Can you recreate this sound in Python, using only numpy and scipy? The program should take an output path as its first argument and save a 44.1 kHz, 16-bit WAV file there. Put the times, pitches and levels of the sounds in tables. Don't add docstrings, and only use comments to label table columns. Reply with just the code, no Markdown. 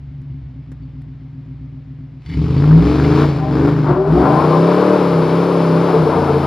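import sys
import numpy as np
from scipy import signal
from scipy.fft import rfft, irfft, next_fast_len
from scipy.io import wavfile
from scipy.ndimage import uniform_filter1d

SR = 44100
rng = np.random.default_rng(int(sys.argv[2]) if len(sys.argv) > 2 else 0)


def waveform_to_disk(signal):
    frames = np.transpose(np.atleast_2d(signal))
    scaled = np.clip(frames, -1, 1) * 32767
    samples = np.round(scaled).astype(np.int16)
    wavfile.write(sys.argv[1], SR, samples)


N = 284886
T = np.arange(N) / SR
FILTER_SAMPLES = 2 ** 14


def gain(db):
    return np.exp(np.asarray(db) * (np.log(10) / 20))


def curve(points):
    return np.interp(T, *np.transpose(points))


def arch(start_s, length_s):
    return np.sin(np.pi * np.clip((T - start_s) / length_s, 0, 1))


def rise(start_s, rise_s):
    return 1 - np.exp(-np.maximum(T - start_s, 0) / rise_s)


def wobble(rate_hz, size=N):
    hold = int(SR / rate_hz)
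    steps = np.repeat(rng.standard_normal(size // hold + 1), hold)
    drift = uniform_filter1d(uniform_filter1d(steps, hold), hold)
    return drift[:size] / drift.std()


def place(sound, start_s):
    return np.pad(sound, (int(start_s * SR), N))[:N]


def spectrum(points, size):
    hz, value = np.transpose(points)
    all_hz = np.maximum(np.fft.rfftfreq(size, 1 / SR), 1)
    return np.interp(np.log(all_hz), np.log(hz), value)


def colour(x, tone):
    cepstrum = irfft(np.log(gain(spectrum(tone, FILTER_SAMPLES))))
    folded = np.r_[cepstrum[:1], 2 * cepstrum[1:FILTER_SAMPLES // 2]]
    ring = irfft(np.exp(rfft(folded, FILTER_SAMPLES)))
    return signal.fftconvolve(x, ring)[:N]


def band(x, low_hz, high_hz):
    return signal.sosfiltfilt(signal.butter(4, [low_hz, high_hz], "band", fs=SR, output="sos"), x)


def level_by_band(x, low_hz, high_hz):
    return x / band(x[N // 3:], low_hz, high_hz).std()


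def bursts(events, tone, decay_s):
    t = T[:SR // 8]
    out = np.zeros(N)
    for start_s, db in events:
        burst = colour(rng.standard_normal(len(t)) * np.exp(-t / decay_s), tone)
        out += place(burst / np.abs(burst).max() * gain(db), start_s)
    return out


# (frequency [Hz], level [dB])
AIR_TONE = [(30, -6.5), (150, 13.5), (900, 0.5), (1500, -3.5), (2200, -4.5), (5000, -15.5), (7000, -27),
            (15000, -46)]
def outdoor_air():
    hush = colour(rng.standard_normal(N), AIR_TONE)
    return hush / hush.std() * gain(-54 + .24 * wobble(1.4))


def house_echo(x, fade_s=.27, db=-25, dull_hz=2500):
    t = T[:SR]
    tail = rng.standard_normal((2, SR)) * gain(-60 * t / fade_s) * (t > .025)
    tail = tail / np.sqrt((tail ** 2).sum(axis=1, keepdims=True))
    tail = signal.sosfilt(signal.butter(1, dull_hz, fs=SR, output="sos"), tail)
    return gain(db) * signal.fftconvolve(x[None], tail, axes=1)[:, :N]


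# (frequency [Hz], level gap [dB])
LEFT_LOUDER = [(100, 0), (400, 2.5), (750, 7), (1250, 6.5), (2100, 1.5), (3400, 0.5)]
# (frequency [Hz], lead [radians])
LEFT_AHEAD = [(3800, 0), (5000, 0.57), (6300, 1.8), (8000, 1.8), (12000, 1.4)]
def two_microphones(x):
    size = 2 * next_fast_len(N // 2 + FILTER_SAMPLES)
    gap = np.log(gain(spectrum(LEFT_LOUDER, size))) + 1j * spectrum(LEFT_AHEAD, size)
    centre = rfft(x, size)
    return np.array([irfft(centre * np.exp(sign * gap / 2))[:N] for sign in (1, -1)])


# (time [s], peak level [dB])
TAPS = [(0.217, -34), (.718, -27), (1.018, -37), (1.499, -45)]
# (frequency [Hz], level [dB])
TAP_TONE = [(250, 21), (600, -6), (1400, -5), (2000, -4), (2800, -17), (11000, -23), (15000, -35)]
def finger_taps():
    return bursts(TAPS, TAP_TONE, decay_s=.0058)


# (frequency [Hz], level [dB])
METAL_NOTES = [(1920, -17), (2110, 2.5), (2240, -0.5), (2930, -2.5), (3420, -5.5), (4500, -5)]
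def metal_ring(bright_db, fade_s=.041):
    t = T[:SR // 2]
    notes = sum(np.sin(2 * np.pi * hz * t) * gain(db + bright_db * np.log2(hz)) for hz, db in METAL_NOTES)
    return notes * gain(-60 * t / fade_s)


# (time [s], peak level [dB], brightness [dB per octave])
RATTLES = [(.818, -54, 14), (2.261, -31, 6), (2.298, -30.5, -1), (2.33, -28.5, 0), (2.575, -30.5, 17),
           (3.04, -22.5, -0.5)]
def rattle(start_s, db, bright_db, chatter_s=.019):
    t = T[:SR // 2]
    knocks = rng.standard_normal(len(t)) ** 5 * np.exp(-t / chatter_s)
    sound = signal.fftconvolve(knocks, metal_ring(bright_db))
    return place(sound / np.abs(sound).max() * gain(db), start_s)


def facing(start_s=3.95, end_s=4.4):
    return np.clip((T - start_s) / (end_s - start_s), 0, 1)


def cornering():
    return arch(start_s=3.21, length_s=1.18)


# (frequency [Hz], level [dB])
HISS_TONE = [(200, -61.5), (900, 7.5), (1800, -2), (2250, 7), (2700, 1.5), (5000, -1), (6300, -12),
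             (10000, -23), (12000, -22.5), (15500, -59)]
def wet_road():
    hiss = level_by_band(colour(rng.standard_normal(N), HISS_TONE), 2500, 6000)
    spray = band(rng.standard_normal(N), 8000, 12000)
    return facing() * (gain(-42) * hiss + gain(-46.5) * spray)


# (start [s], length [s], level [dB])
SKIDS = [(3.828, 0.3, -23.5), (4.05, 0.6, -24), (5.716, 1, -23.5)]
# (frequency [Hz], level [dB])
SCRUB_TONE = [(100, -48.5), (280, -17.5), (450, 3), (750, 5), (1050, 2.5), (1450, -4.5), (1900, -19),
              (8000, -56.5)]
def tyre_scrub():
    scrub = level_by_band(colour(rng.standard_normal(N), SCRUB_TONE), 700, 2000)
    sliding = sum(gain(db) * arch(start_s, length_s) for start_s, length_s, db in SKIDS)
    return scrub * gain(3.2 * wobble(25)) * sliding


# (pitch [times the base pitch], level [dB])
TYRE_NOTES = [(0.999, 1), (1.601, -3.5), (2.021, -2.5), (2.66, -3), (3.06, -10.5)]
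# (start [s], length [s], base pitch [Hz], glide [share of pitch], level [dB], favoured pitch [Hz])
HOWLS = [(3.383, .16, 382.6, 0.017, -26.5, 700), (3.854, 0.112, 365.8, -0.055, -14, 320),
         (3.898, 0.23, 349.3, .17, -15.5, 338), (4.123, .11, 350, 0.043, -12, 298),
         (4.158, 0.115, 355.6, 0.105, -19.5, 714), (4.255, 0.11, 380, 0.015, -17.5, 680),
         (4.335, .13, 380, 0.075, -17.5, 930), (4.49, .1, 390, -.01, -16.5, 1140),
         (5.93, 0.065, 439, 0.014, -11, 414), (6.03, 0.096, 442.6, -0.0049, -19, 422),
         (6.16, 0.06, 443, 0.05, -10.5, 404), (6.277, .052, 444, 0.00027, -11.5, 400),
         (6.331, 0.06, 442.6, 0.022, -15.5, 400)]
def tyre_howl(start_s, length_s, base_hz, glide, db, favoured_hz):
    size = SR // 2
    progress = np.minimum(np.arange(size) / SR / length_s, 1)
    howl = 0
    for ratio, note_db in TYRE_NOTES:
        hz = ratio * base_hz * (1 + glide * progress) * (1 + .0115 * wobble(160, size))
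        octaves_away = abs(np.log2(ratio * base_hz / favoured_hz))
        flutter_db = 2.5 * wobble(90, size)
        howl += np.sin(2 * np.pi * np.cumsum(hz) / SR) * gain(note_db - 13 * octaves_away + flutter_db)
    return place(np.sqrt(2) * howl * np.sin(np.pi * progress) * gain(db), start_s)


# (time [s], speed [cycles per second])
ENGINE_SPEED = [(2.26, 7.6), (2.33, 13.2), (3.0, 24.5), (3.25, 30.2), (3.36, 26.0), (3.52, 22.6),
                (3.72, 27.4), (3.8, 24.0), (3.88, 25.4), (4.05, 17.9), (4.39, 29.6), (4.82, 37.2),
                (4.93, 37.9), (5.2, 31.8), (5.46, 35.4), (5.7, 32.6), (5.86, 35.0), (6.04, 30.5),
                (6.26, 28.3), (6.46, 27.7)]
def engine_speed(flywheel_s=.105, fast_idle_hz=1.2, settle_s=.48):
    smoothed = uniform_filter1d(curve(ENGINE_SPEED), int(flywheel_s * SR))
    return smoothed + fast_idle_hz * np.exp(-(T / settle_s) ** 4)


# (press [s], lift [s], load [0 to 1])
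PEDAL = [(2.25, 3.244, 0.95), (3.502, 3.689, 0.67), (3.84, 3.91, 0.1), (4.073, 4.961, 0.99),
         (4.964, 5.96, 0.81), (5.969, 6.6, 0.79)]
def engine_load(build_s=.024, drop_s=.028):
    return sum(depth * (rise(press, build_s) - rise(lift, drop_s)) for press, lift, depth in PEDAL)


def drive_gain(db, coast_db, octave_db, corner_db, front_db, waver_db, cruise_hz=30):
    waver = waver_db * (1 + cornering()) * wobble(22.126)
    effort = coast_db * (1 - engine_load()) + octave_db * np.log2(engine_speed() / cruise_hz)
    direction = corner_db * cornering() + front_db * facing()
    return gain(db + effort + direction + waver)


# (idle level [dB], idle delay [ms], side level [dB], side delay [ms], front level [dB], front delay [ms])
CYLINDERS = [(14, 0, 6.2, 0, -3.3, .74), (-17.5, 2.35, -5.2, 1.02, -.4, 2.01), (14, 0, 2, .4, 4.9, .45),
             (8, 0, .8, .34, .2, 0), (-20, 2.35, -3.9, 5.79, -.7, 2.31), (15, 0, 4, .18, 4.3, .27),
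             (16, 2.35, .7, 1.6, -.3, 3.24), (4.5, 2.35, -4.7, 6.06, -4.7, 1.42)]
def firings(view, scatter_db=.7, jitter_ms=.055, coast_roughness=2):
    column = {"idle": 0, "side": 2, "front": 4}[view]
    cylinders = np.array(CYLINDERS)[:, column:column + 2]
    fired_so_far = np.cumsum(engine_speed()) / SR * len(cylinders)
    firing = np.arange(int(fired_so_far[-1]))
    db, delay_ms = cylinders[firing % len(cylinders)].T
    times = np.interp(firing, fired_so_far, T)
    roughness = 1 + coast_roughness * (1 - np.interp(times, T, engine_load()))
    time_slip, level_slip = rng.standard_normal((2, len(firing))) * roughness
    times = times + (delay_ms + jitter_ms * time_slip) / 1000
    samples = np.clip(times * SR, 0, N).astype(int)
    return np.bincount(samples, gain(db + scatter_db * level_slip), N + 1)[:N]


def puffs(pulses, decay_ms, depth):
    flare = signal.lfilter([1], [1, -np.exp(-1000 / (decay_ms * SR))], pulses)
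    power = uniform_filter1d(uniform_filter1d(flare ** 2, SR // 10), SR // 16)
    return rng.standard_normal(N) * (1 - depth + depth * flare / np.sqrt(power + 1e-14))


def intake_hiss(side):
    hiss = level_by_band(colour(puffs(side, decay_ms=8.9, depth=.47), HISS_TONE), 2500, 6000)
    level = drive_gain(db=-36, coast_db=-5.5, octave_db=10.5, corner_db=-2.5, front_db=-8.5, waver_db=.67)
    return hiss * level * rise(2.2, .015)


def side_to_front(side, front):
    return np.sqrt(1 - facing()) * side + np.sqrt(facing()) * front


# (frequency [Hz], level [dB])
SIDE_GAS_TONE = [(60, -63), (250, -29.5), (450, 3), (700, -1.5), (1000, -2), (1300, -5), (1900, -13.5),
                 (2600, -28.5), (8000, -46.5)]
# (frequency [Hz], level [dB])
FRONT_GAS_TONE = [(60, -77.5), (250, -10), (450, 6), (700, -2), (1000, 1), (1400, -7), (1900, -18),
                  (8000, -53.5)]
def gas_rasp(side, front):
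    crackle = colour(puffs(side, decay_ms=2.8, depth=.52), SIDE_GAS_TONE)
    rush = colour(puffs(front, decay_ms=17, depth=.075), FRONT_GAS_TONE)
    gas = side_to_front(level_by_band(crackle, 700, 2000), level_by_band(rush, 700, 2000))
    level = drive_gain(db=-24.5, coast_db=-8.5, octave_db=11, corner_db=2, front_db=-1.43, waver_db=.52)
    return gas * level * rise(2.28, .32)


# (time [s], peak level [dB])
CRACKS = [(2.463, -28.5), (2.639, -20), (2.71, -17.5), (2.998, -19), (3.185, -14.5), (3.219, -11)]
# (frequency [Hz], level [dB])
CRACK_TONE = [(200, -25), (1350, 8), (1900, -15.5), (9000, -49)]
def exhaust_cracks():
    return bursts(CRACKS, CRACK_TONE, decay_s=.0046)


# (frequency [Hz], level [dB])
IDLE_PIPE_TONE = [(30, -42), (58, -7), (90, -15), (115, -8), (142, 3.5), (170, -21), (240, -26), (262, -5),
                  (290, -28.5), (370, -30), (430, -62), (475, -54.5), (650, -76.5), (4000, -120)]
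def engine_idle(pipe_db=-30.5, metal_db=-73.5):
    pulses = firings("idle", scatter_db=1.2, jitter_ms=.05, coast_roughness=0)
    pipe = colour(pulses, IDLE_PIPE_TONE)
    low = band(pipe, 30, 95)
    pipe = (pipe - low) * gain(1.5 * wobble(18)) + low * gain(3 * wobble(6))
    metal = signal.fftconvolve(puffs(pulses, decay_ms=8, depth=.8), metal_ring(bright_db=-2))[:N]
    return pipe / pipe[:2 * SR].std() * gain(pipe_db) + metal / metal[:2 * SR].std() * gain(metal_db)


# (frequency [Hz], level [dB])
SIDE_PIPE_TONE = [(40, -27.5), (62, 2), (85, -4), (115, -8.5), (140, 0.5), (158, 10.5), (190, -14.5),
                  (235, -7), (295, 5.5), (365, -11), (420, 0), (560, -32.5), (1200, -33.5), (9000, -100)]
# (frequency [Hz], level [dB])
FRONT_PIPE_TONE = [(40, -54), (85, -11), (110, -27), (165, 8.5), (190, 1), (225, -9.5), (360, -8),
                   (410, -12.5), (455, -8), (565, -22), (600, -11), (650, -30.5), (1100, -27.5),
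                   (5000, -100)]
# (time [s], level [dB])
BOOM_SWELLS = [(2.3, -8.5), (2.4, 0.5), (2.78, 0), (3.31, -5.5), (3.51, 5), (3.66, -4.5), (3.85, 9),
               (3.89, 4), (3.94, 3.5), (4.05, -14.5), (4.11, -1), (4.17, -8.5), (4.3, 1), (4.46, 2),
               (4.6, 0), (6.46, -0.5)]
def exhaust(side, front):
    pipe = side_to_front(colour(side, SIDE_PIPE_TONE), colour(front, FRONT_PIPE_TONE))
    bass = band(pipe, 30, 220)
    low = band(bass, 30, 100)
    rumble = low * gain(-3 * cornering())
    boom = (bass - low) * gain(curve(BOOM_SWELLS))
    bark = pipe - bass
    bass_level = drive_gain(db=30.5, coast_db=-7, octave_db=-2.5 - 26 * facing() ** 6,
                            corner_db=-2.2, front_db=1, waver_db=1.32)
    bark_level = drive_gain(db=32.5, coast_db=-13.5, octave_db=13.5,
                            corner_db=5, front_db=.35, waver_db=.44)
    return -((rumble + boom) * bass_level + bark * bark_level) * rise(2.24, .076)


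def engine_roar():
    side, front = firings("side"), firings("front")
    return exhaust(side, front) + gas_rasp(side, front) + intake_hiss(side)


def scene():
    truck = engine_idle() + sum(rattle(*row) for row in RATTLES)
    truck += engine_roar() + wet_road() + exhaust_cracks()
    truck += tyre_scrub() + sum(tyre_howl(*row) for row in HOWLS)
    return two_microphones(truck + finger_taps() + outdoor_air()) + house_echo(truck)


def record(dry, ceiling=.95, top_hz=15800):
    rounded = dry / (1 + (dry / ceiling) ** 8) ** (1 / 8)
    return signal.sosfilt(signal.ellip(8, .2, 70, top_hz, fs=SR, output="sos"), rounded)


dry = scene()
out = record(dry)
waveform_to_disk(out)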